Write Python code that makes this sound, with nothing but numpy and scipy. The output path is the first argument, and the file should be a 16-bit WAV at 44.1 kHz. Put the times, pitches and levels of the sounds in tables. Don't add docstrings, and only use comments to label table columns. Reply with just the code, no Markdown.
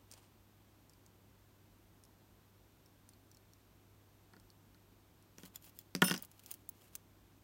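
import sys
import numpy as np
from scipy import signal
from scipy.fft import rfft, irfft
from scipy.io import wavfile
from scipy.ndimage import map_coordinates

SR = 44100
rng = np.random.default_rng(int(sys.argv[2]) if len(sys.argv) > 2 else 0)


def transcribe(u):
    v = np.clip(np.atleast_2d(u).T, -1, 1)
    q = np.round(v * 32767).astype(np.int16)
    wavfile.write(sys.argv[1], SR, q)


N = 327920

# t/s, crack/dB, knock/dB, thud/dB, steel pitch at the contact/Hz
BENCH_BLOWS = [(4.335, -51, -48, -59, 4355), (4.3656, -53.5, -54, -55.5, 4500),
               (4.746, -53.5, -57, -76, 4300), (5.3834, -41, -52, -50.5, 5940),
               (5.434, -44, -52, -46.5, 3200), (5.951, -22.5, -39.5, -31.5, 4960),
               (5.9623, -36, -54, -49.5, 5400), (6.0182, -32, -50.5, -59.5, 5250),
               (6.0254, -21, -23.5, -22.5, 2940), (6.045, -28, -29.5, -36.5, 3000)]
# first contact t/s, crack/dB, knock/dB, thud/dB,
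# pitch f/Hz, first flight/s, flight ratio to the one before, loss per bounce/dB
BOUNCE_SERIES = [(6.0203, -13.5, -9.8, -22.5, 2850, .0907, .325, 6.7),
                 (6.0822, -23, -30, -39, 5100, .0348, .748, 3.3),
                 (6.099, -24.5, -34, -39, 5300, .0277, .79, 4.5)]
# f/Hz, level/dB, t60/s
THUD_MODES = [(185.4, -4, 0.17), (206, -4.5, 0.063), (235.3, -7.5, 0.12), (268, -1.5, 0.077),
              (323.7, -4.5, 0.065), (368, -5.5, 0.05), (429, -7.5, .04), (558, -19.5, 0.16)]
# f/Hz, level/dB, t60/s
KNOCK_MODES = [(746, -18, .07), (945, -13, .05), (1100, -12, .04), (1160, -15, .035), (1333, -13, .04),
               (1462, -2, .034), (1560, -8, .025), (1740, -5, .03), (1860, -6, .03), (2230, -9, .018),
               (2520, -16, .02), (3120, -13, .018)]
# f/Hz, level/dB
CRACK_SPECTRUM = [(60, -40), (300, -14), (1500, -3), (2300, -3), (3300, -4), (4100, -11), (5300, 0),
                  (7700, -7), (12000, -9), (16000, -16)]
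# t/s, strength/dB, brightness/(dB/octave)
BLADE_CLAPS = [(6.0405, -27, 0.5), (6.070, -32, -8.5), (6.075, -31, 2.5), (6.098, -46, 6)]
# f/Hz, level/dB, t60/s
BLADE_MODES = [(2692, -13, .3), (2826, -8, .27), (3133, -13, .3), (3634, -16, .25), (5319, -5, .22),
               (6008, -10, .22), (8689, -15, .2), (9476, 2, .18), (9513, -9, .22), (11140, -11, .22),
               (11330, -11, .25), (12010, -7, .19), (14020, -11, .14), (14790, -3, .17), (15090, -10, .13)]
# f/Hz, level/dB
CLASH_SPECTRUM = [(200, -50.5), (1500, -16.5), (3000, -12), (6000, -9), (8000, -7.5), (11500, -6.5),
                  (14500, -5.5), (16000, -4)]
# t/s, level/dB, pitch of the touched part f/Hz
TIP_TICKS = [(0.1145, -37.5, 8660), (0.123, -43, 8560), (0.1378, -42, 6560), (0.896, -47, 5500),
             (0.9348, -53, 4910), (1.0633, -49, 6380), (2.0375, -46.5, 9250), (2.0512, -48.5, 5400),
             (2.8603, -48.5, 5458), (3.0906, -42.5, 9600), (3.1351, -52, 4300), (3.315, -46.5, 5670),
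             (3.3472, -49, 5400), (3.3707, -49.5, 4270), (3.5348, -49.5, 5620), (4.3987, -48.5, 5290),
             (4.5027, -50.5, 4340), (5.225, -54, 9300)]
# f/Hz, level/dB
PING_SPECTRUM = [(400, -56), (2500, -13), (3600, -55), (4400, 3.5), (6000, 2), (9500, -3), (12000, -6),
                 (16000, -3)]
# t/s, strength/dB, brightness/(dB/octave)
PART_TAPS = [(5.5583, -31, 1.5), (5.789, -34, -1.5)]
# f/Hz, level/dB, t60/s
HELD_MODES = [(3410, -4.5, 0.019), (5210, -9, 0.021), (7120, -2, 0.022), (9740, -18, 0.011),
              (12780, -2.5, 0.012), (12850, 1, 0.012)]
# t/s, length/s, fine hiss/dB, coarse scrape/dB
STROKE_EVENTS = [(0.101, .06, -74, -63), (0.111, 0.18, -77, -68.5), (5.365, 0.13, -60, -63.5),
                 (5.535, 0.046, -61, -63.5), (5.6, 0.11, -57.5, -88), (5.662, 0.024, -66, -62.5),
                 (5.717, 0.11, -62, -78), (6.165, 0.095, -66, -61), (6.291, 0.35, -65.5, -69.5),
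                 (6.721, 0.25, -67.5, -70.5)]
# f/Hz, level/dB
FINE_SPECTRUM = [(500, -28), (3000, -2), (6000, -4.5), (7300, -2.5), (8200, -3), (11000, -2), (12800, 2),
                 (13700, 1), (16000, 2.5)]
# f/Hz, level/dB
COARSE_SPECTRUM = [(60, -35), (400, -1), (950, 3.5), (1700, -4.5), (2900, 1), (3600, -4), (4400, -3),
                   (6300, -7), (9000, -2), (16000, -35)]
# t/s, strength/dB, brightness/(dB/octave)
SCREWDRIVER_CLICKS = [(6.1785, -38, 19), (6.2235, -31.5, 11), (6.249, -37.5, 6), (6.3147, -46, -4),
                      (6.394, -43, -6.5), (6.4612, -37, -0.5), (6.5137, -28, 2.5), (6.540, -33.5, 3),
                      (6.6904, -30, 9.5), (6.953, -28.5, -0.5)]
# f/Hz, level/dB, t60/s
SHAFT_MODES = [(2790, -12.5, 0.01), (6330, -3, 0.0092), (10120, -3.5, 0.013675), (14300, -15, 0.013),
               (15600, 2, 0.012)]
# f/Hz, t60/s
ROOM_DECAY = [(150, .35), (1000, .25), (5000, .22), (15000, .12)]
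# f/Hz, level/dB
RUMBLE_SPECTRUM = [(15, -45), (25, -22), (42, -9), (55, -3), (78, -11), (120, -12), (150, -9), (220, -11),
                   (330, -11), (480, -19), (1000, -21), (1250, -24), (1700, -55)]
# f/Hz, level/dB
HISS_SPECTRUM = [(710, -31), (1200, -24), (1290, -1.5), (1570, -0.5), (1720, -3), (3700, -5), (4910, -8),
                 (5970, -8), (9720, -10.5), (10600, -15), (11800, -6), (15200, -8.5), (16000, -11.5)]

T_S = np.arange(SR // 2) / SR
FIRM_DB = -30
RING_DB_PER_DB = 2
KNOCK_LOSS_RATIO = 1.85
SOFT_TILT = 0.22
MODE_SPREAD = .025
UNEVEN_HZ, UNEVEN_DB = 41.7, 6
SNAG_RATE_HZ, SNAG_DB, SNAG_T60_S = 110, 4.5, 0.0085


def amp(db):
    return 10 ** (np.asarray(db) / 20)


def unit(x):
    return x / np.sqrt(np.mean(x ** 2) + 1e-20)


def along(points, hz):
    f, v = np.transpose(points)
    return np.interp(np.log(hz + 1), np.log(f + 1), v)


def add(track, start_s, sound):
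    part = track[round(start_s * SR):][:len(sound)]
    part += sound[:len(part)]


def noise(spectrum, size, tilt=0):
    hz = np.fft.rfftfreq(size, 1 / SR)
    octaves = np.log2(np.maximum(hz, 1000) / 1000)
    gain = amp(along(spectrum, hz) + tilt * octaves)
    return unit(irfft(rfft(rng.standard_normal(size)) * gain, size))


def fade(t60_s):
    return np.exp(-np.log(1000) * T_S / max(t60_s, 1e-4))


def ring(modes, attack_s, tilt=0):
    middle_hz = np.mean([mode[0] for mode in modes])
    scatter_db = 2 * rng.uniform(-1, 1, len(modes))
    total = np.zeros(len(T_S))
    for luck_db, (hz, db, t60_s) in zip(scatter_db, modes):
        gain = amp(db + luck_db + tilt * np.log2(hz / middle_hz))
        total += gain * fade(t60_s) * np.sin(2 * np.pi * hz * T_S)
    return total * (1 - np.exp(-T_S / attack_s))


def burst(spectrum, t60_s, tail_db, tail_t60_s, tilt=0):
    envelope = fade(t60_s) + amp(tail_db) * fade(tail_t60_s)
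    return noise(spectrum, len(T_S), tilt) * envelope / 2


def bounces(count):
    landings = []
    for s, crack_db, knock_db, thud_db, hz, flight_s, ratio, loss_db in BOUNCE_SERIES:
        for k in range(count):
            lost_db = k * loss_db
            knock_lost_db = KNOCK_LOSS_RATIO * lost_db
            landings.append((s, crack_db - lost_db, knock_db - knock_lost_db, thud_db - lost_db, hz))
            s += flight_s * ratio ** k
    return landings


def bench():
    out = np.zeros(N)
    for s, crack_db, knock_db, thud_db, hz in BENCH_BLOWS + bounces(count=5):
        ping = ring([(hz, -4, .01), (hz * 1.12, -7, .009)], attack_s=.0002)
        crack = amp(0.5) * burst(CRACK_SPECTRUM, t60_s=0.0043, tail_db=-23, tail_t60_s=0.12)
        add(out, s, amp(crack_db) * (crack + ping))

        modes = [(f * (1 + MODE_SPREAD * rng.uniform(-1, 1)), db, t60_s) for f, db, t60_s in KNOCK_MODES]
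        tilt = SOFT_TILT * min(knock_db - FIRM_DB, 0)
        add(out, s, amp(knock_db - 1.5) * ring(modes, attack_s=0.0017, tilt=tilt))
        add(out, s, amp(thud_db - 1.5) * ring(THUD_MODES, attack_s=0.0012))
    lowest_hz = 150
    return signal.sosfilt(signal.butter(3, lowest_hz, "high", fs=SR, output="sos"), out)


def contacts(touches, ring_db):
    return [(s, FIRM_DB + ring_db + RING_DB_PER_DB * (db - FIRM_DB), db, tilt) for s, db, tilt in touches]


def steel(hits, modes, clash_t60_s, wash_db, wash_t60_s, attack_s):
    out = np.zeros(N)
    for s, ring_db, clash_db, tilt in hits:
        clash = amp(clash_db) * burst(CLASH_SPECTRUM, clash_t60_s, wash_db, wash_t60_s, tilt / 2)
        add(out, s, clash + amp(ring_db - 8.0) * ring(modes, attack_s, tilt))
    return out


def blades(lands_s=6.111, choke_db_per_s=220):
    free = steel(contacts(BLADE_CLAPS, ring_db=-1.5), BLADE_MODES, clash_t60_s=0.01103,
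                 wash_db=-11.0, wash_t60_s=0.17, attack_s=0.0023)
    lying_s = np.maximum(np.arange(N) / SR - lands_s, 0)
    return free * amp(-choke_db_per_s * lying_s)


def tips():
    out = np.zeros(N)
    for s, db, hz in TIP_TICKS:
        ping = ring([(hz, -10, 0.019)], attack_s=0.000067)
        contact = burst(PING_SPECTRUM, t60_s=0.0052, tail_db=-16.0, tail_t60_s=0.048)
        add(out, s, amp(db) * (ping + contact))
    return out


def taps():
    return steel(contacts(PART_TAPS, ring_db=1), HELD_MODES, clash_t60_s=0.0068,
                 wash_db=-18, wash_t60_s=0.046, attack_s=0.00049)


def wander(rate_hz, size):
    return map_coordinates(rng.standard_normal(SR), [np.arange(size) * rate_hz / SR], order=1)


def friction(grain_hz, grain_db, ring_db):
    out = np.zeros(N)
    for s, length_s, fine_db, coarse_db in STROKE_EVENTS:
        size = max(round(length_s * SR), 64)
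        catches = wander(grain_hz, size)
        pressure = wander(UNEVEN_HZ, size)
        snag_starts = 1.0 * (rng.random(SR) < SNAG_RATE_HZ / SR)
        snags = signal.fftconvolve(snag_starts, fade(SNAG_T60_S))[:size]
        grip = unit(amp(grain_db * catches + UNEVEN_DB * pressure) * (1 + amp(SNAG_DB) * snags))
        rub = amp(fine_db) * noise(FINE_SPECTRUM, size) + amp(coarse_db) * noise(COARSE_SPECTRUM, size)
        swell = np.sin(np.linspace(0, np.pi, size))
        add(out, s, rub * grip * swell)
    tool = ring(HELD_MODES, attack_s=0.00034)
    return out + amp(ring_db) * signal.fftconvolve(out, tool / np.linalg.norm(tool))[:N]


def doubled(touches, gap_s, drop_db):
    return touches + [(s + gap_s, db - drop_db, tilt) for s, db, tilt in touches]


def screwdriver():
    clicks = contacts(doubled(SCREWDRIVER_CLICKS, gap_s=0.0054, drop_db=8.5), ring_db=0)
    return steel(clicks, SHAFT_MODES, clash_t60_s=0.013, wash_db=-19.5, wash_t60_s=0.047, attack_s=0.00038)


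def room(x):
    hz, t_s, z = signal.stft(rng.standard_normal(SR // 2), SR, nperseg=256)
    decay = np.exp(-np.log(1000) * t_s / along(ROOM_DECAY, hz)[:, None])
    tail = signal.istft(z * decay, SR, nperseg=256)[1]
    delayed = np.pad(x, (SR // 200, 0))
    return signal.fftconvolve(delayed, tail / np.linalg.norm(tail))[:N]


def background():
    hum_hz, hum_db, rumble_db, hiss_db = 100, -67.5, -68, -73.5
    hum = amp(hum_db) * np.sin(2 * np.pi * hum_hz * np.arange(N) / SR)
    rumble = amp(rumble_db) * noise(RUMBLE_SPECTRUM, N)
    hiss = amp(hiss_db) * noise(HISS_SPECTRUM, N)
    return rumble + hiss + hum


def scene():
    rubs = friction(grain_hz=1180, grain_db=3.0, ring_db=-12)
    tools = tips() + blades() + taps() + screwdriver() + rubs
    knocks = bench()
    tools_wet_db, knocks_wet_db = -26, -21
    reverb = room(amp(tools_wet_db) * tools + amp(knocks_wet_db) * knocks)
    return (tools + knocks + reverb + background())[None]


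def record(dry):
    middle_hz, width_hz = 16100, 600
    hz = np.fft.rfftfreq(N, 1 / SR)
    passed = np.clip((middle_hz - hz) / width_hz + .5, 0, 1)
    return irfft(rfft(dry) * np.sin(passed * np.pi / 2) ** 2, N)


dry = scene()
out = record(dry)
transcribe(out)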